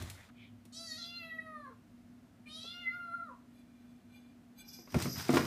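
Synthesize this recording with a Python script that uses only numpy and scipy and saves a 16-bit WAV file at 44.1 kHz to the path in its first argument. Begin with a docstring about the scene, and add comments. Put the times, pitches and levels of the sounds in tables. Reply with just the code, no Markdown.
"""Kitten meows and tumbles

A short scuffle on tiles, then a kitchen appliance hums. A kitten on a chair gives two long meows:
vocal-fold harmonics through mouth resonances, raspy while wide, closing to a pure, falling tone.
The chair's joints squeak as it jumps. It bumps the counter, scrabbles at the edge (claw and fur
friction) and tumbles to the floor in thuds, knocks and claw ticks."""
import sys
import numpy as np
from scipy import signal
from scipy.fft import rfft, irfft, next_fast_len
from scipy.io import wavfile
from scipy.ndimage import uniform_filter1d

SR = 44100
rng = np.random.default_rng(int(sys.argv[2]) if len(sys.argv) > 2 else 0)


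def store_pcm(level_fs):
    """Save levels as 16-bit WAV."""
    pcm = np.round(np.clip(level_fs, -1, 1) * 32767).astype(np.int16)
    wavfile.write(sys.argv[1], SR, np.atleast_2d(pcm).T)


N = 240962
TIME = np.arange(N) / SR


def undb(db):
    """Decibels to gain."""
    return 10 ** (np.asarray(db) / 20)


def unit(x):
    """Scale to rms 1."""
    return x / np.sqrt(np.mean(x ** 2) + 1e-20)


def gate(start_s, end_s, attack_s, release_s, t=TIME):
    """Linear attack, hold at 1, linear release."""
    return np.clip((t - start_s) / attack_s, 0, 1) * np.clip((end_s - t) / release_s, 0, 1)


def swell(centre, half_width, x=TIME):
    """Gaussian bump, peak 1."""
    return np.exp(-np.minimum(((x - centre) / half_width) ** 2 / 2, 50))


def walk(rate_hz, size=N):
    """Smooth random drift, spread near 1."""
    hold = max(int(SR / rate_hz), 1)
    steps = np.repeat(rng.standard_normal(size // hold + 1), hold)
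    return 1.2 * uniform_filter1d(steps, hold)[:size]


def colour(x, points):
    """Filter by (freq_hz, gain_db) points, rolling off beyond them; rms 1."""
    hz, db = np.transpose(points)
    size = next_fast_len(len(x) + 2048)
    log_hz = np.log(np.fft.rfftfreq(size, 1 / SR) + 1)
    outside = np.maximum(np.log(hz[0]) - log_hz, 0) + np.maximum(log_hz - np.log(hz[-1]), 0)
    gain = undb(np.interp(log_hz, np.log(hz), db) - 30 * outside)
    return unit(irfft(rfft(x, size) * gain, size)[:len(x)])


def resonate(x, hz, width_hz):
    """Resonator, gain 1 at centre."""
    return signal.lfilter(*signal.iirpeak(hz, hz / width_hz, fs=SR), x)


def band(x, hz, width_hz):
    """Two equal resonators in series."""
    return resonate(resonate(x, hz, width_hz), hz, width_hz)


def peak(hz, centre_hz, width_hz):
    """Gain of a resonance at hz."""
    return 1 / np.sqrt(1 + ((hz ** 2 - centre_hz ** 2) / (hz * width_hz)) ** 2)


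def friction(grain_db, grain_hz):
    """Dense tiny slips; grain_db sets their unevenness."""
    return rng.standard_normal(N) * undb(grain_db * walk(grain_hz))


def room(x, wet_db, t60_s=0.32):
    """Add the dense, fast-dying echoes of a small hard room."""
    t = TIME[:SR // 2]
    tail = rng.standard_normal(len(t)) * undb(-60 * t / t60_s) * (t > 0.004)
    return x + undb(wet_db) * signal.fftconvolve(x, tail / np.linalg.norm(tail))[:N]


def room_air(level_db=-64):
    """Quiet, bass-heavy background noise."""
    # air spectrum: freq_hz, gain_db
    spectrum = [(25, -47), (40, -11), (70, -8.5), (100, -13), (150, -8), (210, -4.5), (280, -12),
                (340, -16.5), (500, -22), (700, -17.5), (800, -24.5), (1500, -26), (2300, -29.5),
                (3500, -34), (15000, -43.5)]
    return colour(rng.standard_normal(N), spectrum) * undb(level_db + 0.06 * walk(2.6))


def scuffle(end_s=0.303, shuffle_db=-52.5, shuffle_db_per_s=-51.5, rumble_db=-41, rumble_db_per_s=-100):
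    """Friction on tiles and a low rumble, both dying away, plus a few soft rubs."""
    # shuffle spectrum: freq_hz, gain_db
    shuffle_spectrum = [(180, -34), (300, -23), (348, 8), (423, -4), (559, 1.5), (1910, 0.5), (2820, -6.5),
                        (3440, -1.5), (4320, -6), (8460, -10.5), (15000, -19)]
    # step rumble spectrum: freq_hz, gain_db
    rumble_spectrum = [(18, -44), (30, -13), (54, -8), (74, -6), (92, 4), (103, 4), (151, -13.5),
                       (265, -15), (400, -36), (520, -58), (880, -120)]
    # soft rubs: time_s, half_length_s, centre_hz, width_hz, level_db
    rubs = [(0.199, 0.018, 1900, 496, -59.5), (0.231, 0.013, 2200, 600, -62),
            (0.297, 0.0078, 1300, 1200, -62), (0.424, 0.036, 2400, 510, -61.5),
            (0.431, 0.041, 3120, 720, -64), (2.648, 0.0087, 503, 403, -58)]
    shuffle = colour(friction(grain_db=1.5, grain_hz=150), shuffle_spectrum)
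    shuffle *= undb(shuffle_db + shuffle_db_per_s * TIME)
    rumble = colour(rng.standard_normal(N), rumble_spectrum) * undb(rumble_db + rumble_db_per_s * TIME)
    slips = friction(grain_db=0, grain_hz=250)
    rubbing = sum(undb(db) * swell(time_s, half_s) * unit(band(slips, hz, width_hz))
                  for time_s, half_s, hz, width_hz, db in rubs)
    return gate(0, end_s, attack_s=0.00084, release_s=0.01) * (shuffle + rumble) + rubbing


def blows(knock_t60_s=0.054, tick_t60_s=0.044, contact_s=0.0018, detune=0.049):
    """Each blow thuds in low modes; a woody knock and a claw tick ride on its front."""
    # body and paw impacts: start_s, thud_db, knock_db, tick_db
    impacts = [(0.022, -49, -73, -44), (0.099, -77, -73, -42.5), (0.653, -63, -64, -58.5),
               (4.789, -53.5, -59.5, -82), (4.874, -58.5, -53.5, -78), (4.9436, -29.5, -29, -45),
               (4.956, -31.5, -61, -67), (5.001, -61, -41, -42), (5.023, -54, -62, -35),
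               (5.056, -37, -37, -58), (5.292, -21.5, -31.5, -65), (5.32, -42, -47, -56),
               (5.336, -21.5, -37, -55), (5.349, -27, -35.5, -50), (5.3699, -35.5, -20.5, -48),
               (5.391, -26, -49, -62)]
    # thud modes: freq_hz, gain_db, t60_s
    modes = [(92.5, -27.5, 0.51), (150.8, -7.5, 0.22), (205, -5.5, 0.19), (252.5, 3, 0.082),
             (321.5, -5.5, 0.23), (350, 0.5, 0.056), (447, -6, 0.078), (649.6, 0, 0.033)]
    # knock spectrum: freq_hz, gain_db
    knock_spectrum = [(200, -10), (450, 5.5), (800, -2.5), (1050, 6.5), (1300, 4), (1700, -7), (2250, 0),
                      (3000, -13), (5000, -14), (10000, -35)]
    # claw tick spectrum: freq_hz, gain_db
    tick_spectrum = [(800, -59), (2000, 10.5), (4000, 7), (6000, 5), (9000, 7), (12000, 3), (15000, -3)]
    out, t = np.zeros(N + SR), TIME[:SR // 2]
    for start_s, thud_db, knock_db, tick_db in impacts:
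        shifts = 1 + detune * rng.standard_normal(len(modes))
        thud = np.zeros(len(t))
        for (hz, db, t60_s), shift in zip(modes, shifts):
            phase = 2 * np.pi * hz * shift * t + rng.uniform(0, 2 * np.pi)
            thud += undb(db - 60 * t / t60_s) * np.sin(phase)
        thud *= 1 - np.exp(-t / contact_s)
        knock = colour(rng.standard_normal(len(t)), knock_spectrum) * undb(-60 * t / knock_t60_s)
        tick = colour(rng.standard_normal(len(t)), tick_spectrum) * undb(-60 * t / tick_t60_s)
        start = int(start_s * SR)
        out[start:start + len(t)] += undb(thud_db) * thud + undb(knock_db) * knock + undb(tick_db) * tick
    return out[:N]


def appliance(start_s=0.3, fan_hz=241.1, fan_db=-59.5, drone_db=-66, motor_db=-64, motor_db_per_s=-2):
    """A wavering fan tone in a narrow drone, over a slowly receding motor rumble."""
    # brief dips of the tone: time_s, half_length_s, gain_db
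    dips = [(1.87, 0.03, -25), (2.318, 0.036, -14), (4.02, 0.018, -9), (4.86, 0.025, -13)]
    tone_db = fan_db - 0.5 * walk(9) + sum(db * swell(time_s, half_s) for time_s, half_s, db in dips)
    tone_hz = fan_hz * (1 + 0.00456 * walk(12))
    tone = undb(tone_db) * np.sqrt(2) * np.sin(2 * np.pi * np.cumsum(tone_hz) / SR)
    drone = undb(drone_db) * unit(band(rng.standard_normal(N), hz=255, width_hz=60))
    motor = unit(band(rng.standard_normal(N), hz=103, width_hz=22))
    motor *= undb(motor_db + motor_db_per_s * TIME)
    return (tone + drone + motor) * np.clip((TIME - start_s) / 0.0052, 0, 1)


def vocal_folds(t, pitch, rasp, slack, jitter=0.0087, croak=0.044, flutter_db=3.5, sag_oct_per_s=5):
    """Harmonics of folds that tremble when pressed, then go slack, sag and croak."""
    pitch_hz = np.interp(t, *np.transpose(pitch))
    pitch_hz *= 1 + (jitter * rasp + croak * slack) * walk(252.1, len(t)) + 0.0029 * walk(40.87, len(t))
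    pitch_hz *= 2 ** (-sag_oct_per_s * np.maximum(t - pitch[-1][0], 0))
    order = np.arange(1, 23)[:, None]
    partial_hz = order * pitch_hz
    phase = order * 2 * np.pi * np.cumsum(pitch_hz) / SR
    # rasp smears each harmonic into a noise band, high ones most
    smear = np.array([walk(520, len(t)) * np.cos(p) + walk(520, len(t)) * np.sin(p) for p in phase])
    partials = np.sqrt(2) * np.sin(phase) + rasp * np.minimum(partial_hz / 3400, 1) ** 2 * smear
    flutter = np.where(order > 3, 1, 0.8) * np.array([walk(27.7, len(t)) for _ in order])
    return partial_hz, partials * undb(flutter_db * flutter)


def mouth_gains(partial_hz, first_hz, second_rest_hz, wide, q=2.56, steepness=2.59, leak_db=-21):
    """Two mouth resonances, unit norm; the second rests until the first pushes it up."""
    shut = 1 - wide
    second_hz = np.maximum(second_rest_hz, 1.45 * first_hz)
    second_width_hz = 360 * shut + 1450 * wide
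    second_db = -20 * shut - 10 * wide
    first = peak(partial_hz, first_hz, first_hz / q) ** steepness
    second = undb(second_db) * peak(partial_hz, second_hz, second_width_hz) ** steepness
    leak = undb(leak_db) / (1 + (partial_hz / 2000) ** 4)
    gains = (first + second + leak) / (1 + (partial_hz / (2.7 * second_hz)) ** 10)
    return gains / np.linalg.norm(gains, axis=0)


def top_gains(partial_hz, progress, rasp, base_hz=9300, arch_hz=2560, ceiling_hz=13000):
    """Top resonance, unit norm; rises and falls once per call, widened by rasp."""
    centre_hz = base_hz + arch_hz * np.sin(np.pi * progress ** 0.82) ** 2
    gains = peak(partial_hz, centre_hz, width_hz=1100 + 6000 * rasp) ** 3
    gains /= 1 + (partial_hz / ceiling_hz) ** 40
    return gains / np.linalg.norm(gains, axis=0)


def meow(call, pitch, mouth, onset_s=0.047, slack_s=0.033, top_fade_s=0.29, ring_half_width_hz=200):
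    """Fold harmonics pass resonances that sink as the jaw closes; a wide mouth adds rasp."""
    # voice cracks: time_s, half_length_s, added_rasp
    cracks = [(0.975, 0.026, 0.22), (1.043, 0.018, 0.75), (2.68, 0.07, 0.35)]
    # a harmonic rings out: time_s, half_length_s, near_hz, boost_db
    rings = [(0.916, 0.053, 1870, 24.5), (0.92, 0.0059, 4430, 7.5), (1.15, 0.04, 4150, 9.5),
             (1.326, 0.019, 1980, 11), (1.393, 0.0066, 1905, 15.5), (2.475, 0.012, 2450, 9.5),
             (2.64, 0.051, 4000, 4), (2.766, 0.041, 1415, 12.5), (2.879, 0.015, 2080, 14.5),
             (3.022, 0.025, 2800, 7), (3.046, 0.063, 1400, 4.5), (3.14, 0.028, 4150, 6.5),
             (3.148, 0.0092, 1380, 13)]
    start_s, end_s, level_db, attack_s, fade_s, fade_db, top_db, fundamental_db, second_rest_hz = call
    shut_hz, wide_hz = 1030, 4620  # range of the first resonance
    live = (TIME > start_s) & (TIME < end_s)
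    t = TIME[live]
    age_s = t - start_s
    first_hz = np.interp(t, *np.transpose(mouth))
    wide = np.clip((first_hz - shut_hz) / (wide_hz - shut_hz), 0, 1)
    spent = np.clip(1 - (end_s - t) / fade_s, 0, 1)
    slack = np.clip((t - pitch[-1][0]) / slack_s + 1, 0, 1)
    cracking = sum(added * swell(time_s, half_s, t) for time_s, half_s, added in cracks)
    rasp = np.clip(0.043 + 0.23 * wide ** 2 + np.exp(-age_s / onset_s) + 0.24 * slack + cracking, 0, 1)
    partial_hz, partials = vocal_folds(t, pitch, rasp, slack)

    gains = mouth_gains(partial_hz, first_hz, second_rest_hz, wide)
    dimming_db = -13 * np.minimum(age_s / top_fade_s, 1) ** 2
    gains += undb(top_db + dimming_db) * top_gains(partial_hz, age_s / (end_s - start_s), rasp)
    gains[0] = undb(fundamental_db + 14 * np.sqrt(spent))  # comes forward as pressure eases
    gains[1] += undb(-6.5 * (1 - wide) - 22.5 * wide)  # octave grows as the mouth shuts
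    gains[3:] *= undb(-8.5 * spent)  # overtones dull as the voice runs out
    gains *= undb(sum(db * swell(time_s, half_s, t) * swell(hz, ring_half_width_hz, partial_hz)
                      for time_s, half_s, hz, db in rings if start_s < time_s < end_s))
    effort = undb(level_db - fade_db * spent) * gate(start_s, end_s, attack_s, release_s=0.1, t=t) ** 0.66
    out = np.zeros(N)
    out[live] = effort * (gains * partials).sum(axis=0)
    return out


def kitten_voice():
    """Two meows, each with its own pitch and jaw movement."""
    # meows: start_s, end_s, level_db, attack_s, fade_s, fade_db, top_db, fundamental_db, second_rest_hz
    calls = [(0.722, 1.747, -50.5, 0.064, 0.57, 7.5, -11.5, -18, 4020),
             (2.457, 3.362, -52, 0.11, 0.35, 4.5, -16.5, -18.5, 3940)]
    # fold pitch, one table per meow: time_s, pitch_hz
    pitches = [
        [(0.73, 613.7), (0.77, 661.5), (0.836, 670), (0.914, 631.4), (0.972, 634), (0.986, 697), (1.012, 682),
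         (1.176, 697), (1.23, 660.7), (1.484, 636.5), (1.636, 581), (1.69, 505)],
        [(2.48, 599.3), (2.59, 650.4), (2.604, 641.5), (2.704, 696.2), (2.814, 708), (2.862, 680),
         (2.962, 711.3), (3.112, 676), (3.156, 701), (3.218, 669.6), (3.238, 701), (3.31, 531)],
    ]
    # first mouth resonance (high = wide open), one table per meow: time_s, freq_hz
    mouths = [
        [(0.72, 4040), (0.92, 4520), (1.03, 3900), (1.15, 2870), (1.33, 1962), (1.52, 1630), (1.72, 1120)],
        [(2.46, 2520), (2.54, 3870), (2.64, 3940), (2.76, 3020), (2.88, 2040), (2.98, 1500), (3.2, 1329),
         (3.35, 1062)],
    ]
    return sum(meow(call, pitch, mouth) for call, pitch, mouth in zip(calls, pitches, mouths))


def chair(trim_db=-10.5):
    """Joint friction rings the frame's narrow modes; high modes are more damped."""
    # squeaks of crouch and push-off: time_s, half_length_s, gain_db, tilt_db_per_oct
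    squeaks = [(3.585, 0.03, -71, 1), (3.847, 0.13, -76, -2.5), (4.162, 0.038, -63.5, -2.5),
               (4.28, 0.047, -72.5, -3.5), (4.602, 0.015, -55, 4.5), (4.637, 0.043, -64, -4),
               (4.742, 0.023, -59.5, 4), (4.785, 0.049, -67, -2)]
    # frame modes: freq_hz, gain_db
    modes = [(810, -6), (1530, -5.5), (2390, 3), (2880, -7), (3460, 1.5), (4070, -1.5), (4737, -7),
             (6368, -4), (7962, -6), (9744, -7.5), (10185, -13), (11612, -8), (13986, -7)]
    shapes = np.array([swell(time_s, half_s) for time_s, half_s, *_ in squeaks])
    _, _, squeak_db, tilt_db_per_oct = np.transpose(squeaks)
    slips = friction(grain_db=-1.5, grain_hz=76)
    out = np.zeros(N)
    for hz, mode_db in modes:
        narrow = resonate(slips, hz, width_hz=18 + 0.001 * hz)
        ring = unit(resonate(narrow, hz, width_hz=hz / 8))
        level_db = mode_db + squeak_db + trim_db + tilt_db_per_oct * np.log2(hz / 4000)
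        out += ring * (undb(level_db) @ shapes)
    return out


def scrabble():
    """Claws and fur drag along the counter edge, scraping and hissing; a low rumble swells with them, and the
    room booms low just after the hardest blows."""
    # drags: time_s, half_length_s, scrape_db, hiss_db, rumble_db
    drags = [(4.692, 0.012, -85, -59.5, -80), (4.76, 0.058, -86, -55, -67), (4.945, 0.037, -58, -57.5, -72),
             (4.968, 0.015, -55, -68, -29.5), (5.025, 0.021, -44.5, -51, -42.5),
             (5.07, 0.021, -53, -48.5, -38.5), (5.127, 0.03, -69, -44.5, -47),
             (5.203, 0.033, -43, -46, -46.5), (5.342, 0.046, -40, -51, -43.5),
             (5.442, 0.036, -47, -54, -47)]
    # scrape spectrum: freq_hz, gain_db
    scrape_spectrum = [(240, -34), (400, 6.5), (534, -14), (630, 0.5), (1160, 1.5), (1390, 5), (2540, -1.5),
                       (5110, -2.5), (7700, -8), (8960, -5.5), (10700, -13.5), (12300, -15), (15000, -11)]
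    # thin hiss resonances: centre_hz, nominal_width_hz, gain_db
    hiss_bands = [(4990, 90, 5.5), (5570, 1070, -4), (11970, 360, -4.5)]
    # rumble spectrum: freq_hz, gain_db
    rumble_spectrum = [(45, -32), (90, 0.5), (220, -5), (400, -17)]
    shapes = np.array([swell(time_s, half_s) for time_s, half_s, *_ in drags])
    _, _, scrape_db, hiss_db, rumble_db = np.transpose(drags)
    scrape = colour(friction(grain_db=2.5, grain_hz=220), scrape_spectrum)
    slips = friction(grain_db=2, grain_hz=140)
    hiss = unit(sum(undb(db) * band(slips, hz, 1.26 * width_hz) for hz, width_hz, db in hiss_bands))
    rumble = colour(rng.standard_normal(N), rumble_spectrum)
    layers = (scrape, scrape_db), (hiss, hiss_db), (rumble, rumble_db)
    return sum(sound * (undb(db) @ shapes) for sound, db in layers)


def scene():
    """Mono mix; voice and blows carry room echoes."""
    voice = room(kitten_voice(), wet_db=-5.5)
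    bumps = room(blows(), wet_db=-4.5)
    return (voice + bumps + chair() + scrabble() + scuffle() + appliance() + room_air())[None]


def record(dry, low_hz=42, top_hz=15100):
    """Thin the deepest bass, cut the top."""
    thinned = signal.sosfilt(signal.butter(2, low_hz, "highpass", fs=SR, output="sos"), dry)
    return signal.sosfilt(signal.ellip(10, 0.2, 70, top_hz, fs=SR, output="sos"), thinned)


dry = scene()
out = record(dry)
store_pcm(out)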